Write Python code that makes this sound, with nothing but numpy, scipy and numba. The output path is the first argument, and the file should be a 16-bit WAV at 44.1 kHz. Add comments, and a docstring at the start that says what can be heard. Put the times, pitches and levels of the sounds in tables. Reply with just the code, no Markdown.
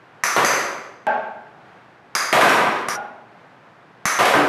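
"""Plastic bat and light ball in a bare room

Five hard cracks of a hollow plastic bat: damped shell modes and high rings over a short thump.
A light ball knocks on walls and household things, rattles on and hits a hollow pot.
It bounces once with a pock, and later its hollow ring is left after a crack that is cut short.
Each blow is a set of modes sent through a noise-built concrete room that rings for most of a second.
Faint air noise lies beneath, and the phone's limiter flattens the loud blows.
"""
import sys
import numpy as np
from scipy import signal
from scipy.fft import rfft, irfft
from scipy.io import wavfile
from numba import njit

SR = 44100
rng = np.random.default_rng(int(sys.argv[2]) if len(sys.argv) > 2 else 0)


def pcm_store(signal):
    """Save signal as 16-bit PCM."""
    levels = np.round(np.clip(np.atleast_2d(signal), -1, 1) * 32767)
    wavfile.write(sys.argv[1], SR, levels.astype(np.int16).T)


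N = 197726
SIZE = 65536  # samples in the sound of one blow
HZ = np.maximum(np.fft.rfftfreq(SIZE, 1 / SR), 1)
AGE = np.arange(SIZE) / SR  # s since the blow

# modes of the bat's plastic shell: [f/Hz, width/Hz, relative level/dB]
BAT_MODES = [(400, 270, -25.5), (786, 160, -11.5), (1402, 380, 6.5), (1734, 240, -2.5), (1976, 330, 1.5),
             (2370, 170, -8.5), (3800, 560, -21), (4300, 510, -21), (5800, 1100, -9), (7640, 130, -6.5),
             (9600, 530, -34), (10370, 1200, -11), (11290, 1300, -28.5)]
# colour of the bat's hard contact: [f/Hz, relative level/dB]
BAT_CONTACT = [(40, -24), (130, -2), (300, 5), (700, 4), (2300, 3.5), (3000, -2), (4500, 3.5), (12000, 1.5)]
# first echoes of the bat off the nearest walls: [delay/s, level in the room response/dB]
BAT_ECHOES = [(0.0133, 16.5), (0.0196, 14.5), (0.0296, 15)]
# hard plastic cracks: [t/s, level/dB, direct sound/dB, thump level/dB, shell pitch/ratio,
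#                       upper ring f/Hz, lower ring level/dB, time until the sound is cut short/s]
CRACKS = [(0.2370, -16.5, -10.5, -29, 0.91, 6090, 5, 1.2), (0.4480, -13.5, -14, -19, 0.98, 6190, 18.5, 1.2),
          (2.1518, -17.5, -7, -26, 0.87, 6260, 21, 1.1), (2.8855, -24.5, -11, -32, 0.86, 5780, -10, 0.07),
          (4.055, -16, -12.5, -17.5, 0.92, 6220, -7, 1.2)]


def cracks(upper_width_hz=200, upper_db=18.5, lower_hz=4846, lower_width_hz=140, broad_db=6.5,
           cut_s=0.01, left_db=-26, thump_hz=190, thump_t60=0.036):
    """The shell's modes sound over a short thump; the spot that is struck favours two high rings."""
    out = np.zeros(N)
    thump = ring(thump_hz, thump_t60)
    for s, db, direct_db, thump_db, pitch, upper_hz, lower_db, length_s in CRACKS:
        tuned_modes = [(hz * pitch, width, mode_db) for hz, width, mode_db in BAT_MODES]
        shell = modes(tuned_modes) * colour(BAT_CONTACT)
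        upper_ring = resonance(upper_hz, upper_width_hz, upper_db)
        lower_ring = resonance(lower_hz, lower_width_hz, lower_db)
        rings = undb(broad_db) + upper_ring + lower_ring
        # the sound is cut short, leaving a faint tail
        fade = np.maximum(np.exp(-np.maximum(AGE - length_s, 0) / cut_s), undb(left_db))
        crack = blow(shell * rings, db, direct_db, BAT_ECHOES) * fade
        add(out, s, crack + undb(thump_db) * thump)
    return out


# colour of a thud, shared by knocks, rattles and pot: [f/Hz, relative level/dB]
THUD = [(40, -18), (80, -28.5), (150, -9), (260, -7), (420, 1.5), (700, 1), (1300, -1), (2100, -2),
        (3200, -10.5), (5000, -18.5), (8000, -23), (12000, -25)]
# modes that colour every knock and rattle: [f/Hz, width/Hz, relative level/dB]
KNOCK_MODES = [(131, 15, 2), (381, 20, -3), (726, 120, -5), (998, 70, 3), (1200, 78, 1.5), (1640, 32, -10)]
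# the ball flies into walls and things: [t/s, level/dB, direct sound/dB, bass/dB, treble/dB,
#                                        ring of the thing struck f/Hz, ring relative level/dB]
KNOCKS = [(0.3644, -13.5, -13.5, 10, 9, 1096, 7.5), (0.4300, -19, -13.5, 5, -2, 554, 10.5),
          (2.3277, -8.5, -13.5, 3.5, 6, 650, 6), (2.4117, -7, -20, -20, 1.5, 1533, 8.5),
          (2.432, -16, -10, 7.5, -16, 235.4, 13), (2.495, -18, -13, -4, 11.5, 5580, 11.5),
          (4.1891, -10.5, -23.5, 4, 4.5, 742, 3.5), (4.2550, -15.5, -13, -1, 20, 540, 14.5),
          (4.339, -13.5, -11.5, 8.5, 0.5, 1550, 11)]


def knocks(ring_width_hz=55):
    """A broad thud excites a few modes, plus one ring of whatever the ball runs into."""
    out = np.zeros(N)
    thud = colour(THUD)
    body = 1 + modes(KNOCK_MODES)
    for s, db, direct_db, bass_db, treble_db, ring_hz, ring_db in KNOCKS:
        rings = body + resonance(ring_hz, ring_width_hz, ring_db)
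        add(out, s, blow(thud * rings * shelves(bass_db, treble_db), db, direct_db))
    return out


# the spent ball rattles on: [t/s, level/dB, treble/dB], all of the first rebound
RATTLES = [(0.5158, -28.5, -22), (2.5842, -19.5, -17)]


def rattles(count=3, gap_s=0.088, loss_db=4.5, dulling_db=19, direct_db=-11.5, bass_db=1):
    """The same thud repeats as the ball rebounds, losing strength and treble each time."""
    out = np.zeros(N)
    thud = colour(THUD) * (1 + modes(KNOCK_MODES))
    for s, db, treble_db in RATTLES:
        for k in range(count):
            contact = shelves(bass_db, treble_db - k * dulling_db)
            add(out, s + k * gap_s, blow(thud * contact, db - k * loss_db, direct_db))
    return out


# modes of the pot: [f/Hz, width/Hz, relative level/dB]
POT_MODES = [(290, 30, 12.5), (636, 65, 9), (766, 48, 10), (1260, 150, 11)]
# the ball hits something hollow, like a water pot: [t/s, level/dB, direct sound/dB]
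POT_HITS = [(4.3560, -18.5, -10)]


def pot(bass_db=1, treble_db=-14, hum_hz=292, hum_db=-1, hum_t60=0.99):
    """A dull thud sets the pot's modes ringing, and the air inside hums on."""
    out = np.zeros(N)
    body = colour(THUD) * (1 + modes(POT_MODES)) * shelves(bass_db, treble_db)
    hum = undb(hum_db) * ring(hum_hz, hum_t60)  # level relative to the hit
    for s, db, direct_db in POT_HITS:
        add(out, s, blow(body, db, direct_db) + undb(db) * hum)
    return out


# weaker modes of the hollow ball: [f/Hz, width/Hz, relative level/dB]
BALL_MODES = [(225, 41, -5), (436, 61, -12), (639, 55, -4), (743, 90, -8), (826, 40, -23), (1114, 38, -6.5),
              (1450, 230, -4.5), (2360, 680, -12.5)]
# colour of the ball's softer contact: [f/Hz, relative level/dB]
BALL_CONTACT = [(50, -30), (200, -3), (800, 10.5), (1700, -7), (2200, -7), (4000, -20.5), (7000, -28.5),
                (13000, -58)]
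# hollow ball ringing, a bounce and then a ring left after a crack:
#     [t/s, level/dB, direct sound/dB, lower shell mode f/Hz, upper shell mode f/Hz,
#      upper mode relative level/dB, lingering ring f/Hz, lingering ring level/dB, tick level/dB]
BALL_RINGS = [(1.0682, -19, -16.5, 839, 1571, 8, 893, -25.5, -26),
              (2.9580, -32, -19, 822, 1430, 4, 819, -33.5, -52)]


def ball_rings(mode_width_hz=40, lower_db=-1.5, linger_t60=0.82, upper_linger_t60=0.42,
               upper_linger_db=3, tick_s=0.00018):
    """The hollow ball rings in two strong shell modes under a tiny tick; two clear tones linger."""
    out = np.zeros(N)
    weak_modes = modes(BALL_MODES)
    for s, db, direct_db, lower_hz, upper_hz, upper_db, linger_hz, linger_db, tick_db in BALL_RINGS:
        lower_mode = resonance(lower_hz, mode_width_hz, lower_db)
        upper_mode = resonance(upper_hz, mode_width_hz, upper_db)
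        shell = weak_modes + lower_mode + upper_mode
        hollow = blow(shell * colour(BALL_CONTACT), db, direct_db)
        upper_tone = undb(upper_linger_db) * ring(upper_hz, upper_linger_t60)
        tones = ring(linger_hz, linger_t60) + upper_tone
        tick = rng.standard_normal(SIZE) * np.exp(-AGE / tick_s)
        add(out, s, hollow + undb(linger_db) * tones + undb(tick_db) * tick)
    return out


# spectrum shape of the room's background noise: [f/Hz, relative level per Hz/dB]
AIR = [(18, -72), (30, -29), (90, -16), (114, -3), (271, -7), (300, -6.5), (647, -7), (699, -4), (975, -7),
       (1510, -7.5), (4300, -28.5), (11400, -48.5), (13600, -47)]


def air(level_db=-51, waver_db=1.3):
    """Faint filtered noise fills the room, its level wavering slightly."""
    hz = np.maximum(np.fft.rfftfreq(N, 1 / SR), 1)
    noise = irfft(rfft(rng.standard_normal(N)) * undb(along(AIR, hz)), N)
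    steps = rng.standard_normal(size=30)
    waver = np.interp(np.arange(N), np.linspace(0, N, len(steps)), steps)
    return noise / np.std(noise) * undb(level_db + waver_db * waver)


# reverberation time of the room: [f/Hz, t60/s]
ROOM = [(100, 0.84), (250, 1), (550, 0.89), (1400, 0.85), (3500, 0.73), (6000, 0.65), (11000, 0.52)]


def room(direct_db, near_db=33, scatter_db=17, scatter_s=0.0035, echo_db=20, echo_s=0.025, build_s=0.0079):
    """Path from one spot to the phone: direct sound, scatter off the floor, wall echoes, diffuse tail."""
    noise = rng.standard_normal(SIZE)
    echoes = np.zeros(SIZE)
    delay, size = rng.random((24, 2)).T
    delay = 0.01 + .11 * delay  # s
    echoes[(delay * SR).astype(int)] = undb(echo_db) * (.5 + size) * np.exp(-delay / echo_s)
    build_up = 1 - np.exp(-AGE / build_s)
    field = rfft(noise * build_up + echoes)
    tail = 0
    # overlapping bands, each dying away at its own rate
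    for (_, t60), band in zip(ROOM, np.eye(len(ROOM))):
        share = np.interp(np.log(HZ), np.log(np.array(ROOM)[:, 0]), band)
        tail = tail + irfft(field * share) * np.exp(-np.log(1000) * AGE / t60)
    near = undb(scatter_db) * noise * np.exp(-AGE / scatter_s)
    near[0] = undb(near_db)
    return tail + undb(direct_db) * near  # direct_db scales direct sound and scatter


def blow(body, db, direct_db, echoes=()):
    """A struck body's frequency response, evened in strength, sounds through the room and fades out."""
    path = room(direct_db)
    for delay_s, echo_db in echoes:
        path[int(delay_s * SR)] += undb(echo_db)
    even_body = body / np.sqrt(np.mean(abs(body) ** 2))
    sound = irfft(even_body * rfft(path))
    end_fade = np.minimum(10 * (AGE[-1] - AGE), 1) ** 2  # over the last 0.1 s
    return undb(db) * sound * end_fade


def resonance(hz, width, db):
    """Frequency response of one damped mode."""
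    return undb(db) / (1 + 1j * (HZ ** 2 - hz ** 2) / (HZ * width))


def modes(table):
    """Frequency response of a set of modes."""
    return sum(resonance(*mode) for mode in table)


def ring(hz, t60):
    """A lone tone that fades by 60 dB in t60 seconds."""
    return np.sin(2 * np.pi * hz * AGE) * np.exp(-np.log(1000) * AGE / t60)


def shelves(bass_db, treble_db, bass_hz=400, treble_hz=3000):
    """A heavier contact brings more bass, a harder one more treble."""
    low = 1 / (1 + 1j * HZ / bass_hz)
    high = 1 - 1 / (1 + 1j * HZ / treble_hz)
    return (1 + (undb(bass_db) - 1) * low) * (1 + (undb(treble_db) - 1) * high)


def colour(points):
    """Causal frequency response with the given (Hz, dB) shape, by folding its cepstrum."""
    cepstrum = irfft(np.log(undb(along(points, HZ))))
    cepstrum[1:SIZE // 2] *= 2
    cepstrum[SIZE // 2 + 1:] = 0
    return np.exp(rfft(cepstrum))


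def along(points, hz):
    """Read (Hz, value) points on a log-frequency axis."""
    f, value = np.transpose(points)
    return np.interp(np.log(hz), np.log(f), value)


def undb(db):
    """Decibels to gain."""
    return 10 ** (np.asarray(db) / 20)


def add(out, s, sound):
    """Mix a sound in at a time in seconds."""
    start = int(s * SR)
    out[start:start + SIZE] += sound[:N - start]


def scene():
    """Bat, ball and room, in mono."""
    return (cracks() + knocks() + rattles() + pot() + ball_rings() + air())[None]


@njit
def follow(x, attack, release):
    """Envelope that rises fast and sinks slowly."""
    out, e = np.empty(len(x)), 0.
    for i in range(len(x)):
        e += (x[i] - e) * (attack if x[i] > e else release)
        out[i] = e
    return out


def limiter(x, top_db=-4.0, attack_s=0.0018, release_s=0.018, treble_db=17, treble_hz=4500, ahead_s=0.0013):
    """Gain control that looks slightly ahead and reacts most to bright sound."""
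    treble = signal.sosfilt(signal.butter(2, treble_hz, "high", fs=SR, output="sos"), x)
    loudness = abs(x) + undb(treble_db) * abs(treble)
    envelope = follow(loudness, 1 / (attack_s * SR), 1 / (release_s * SR))
    envelope = np.interp(np.arange(N) + ahead_s * SR, np.arange(N), envelope)
    return x / (1 + (envelope / undb(top_db)) ** 2) ** .5


def record(dry, gain_db=3, ceiling=0.77, low_hz=55, top_hz=12900):
    """The phone limits the blows, rounds peaks that slip through, and cuts the deep bass and the top."""
    limited = limiter(dry[0]) * undb(gain_db)
    sound = ceiling * np.tanh(limited / ceiling)
    sound = signal.sosfilt(signal.butter(2, low_hz, "high", fs=SR, output="sos"), sound)
    return signal.sosfilt(signal.ellip(8, .2, 70, top_hz, fs=SR, output="sos"), sound)[None]


dry = scene()
out = record(dry)
pcm_store(out)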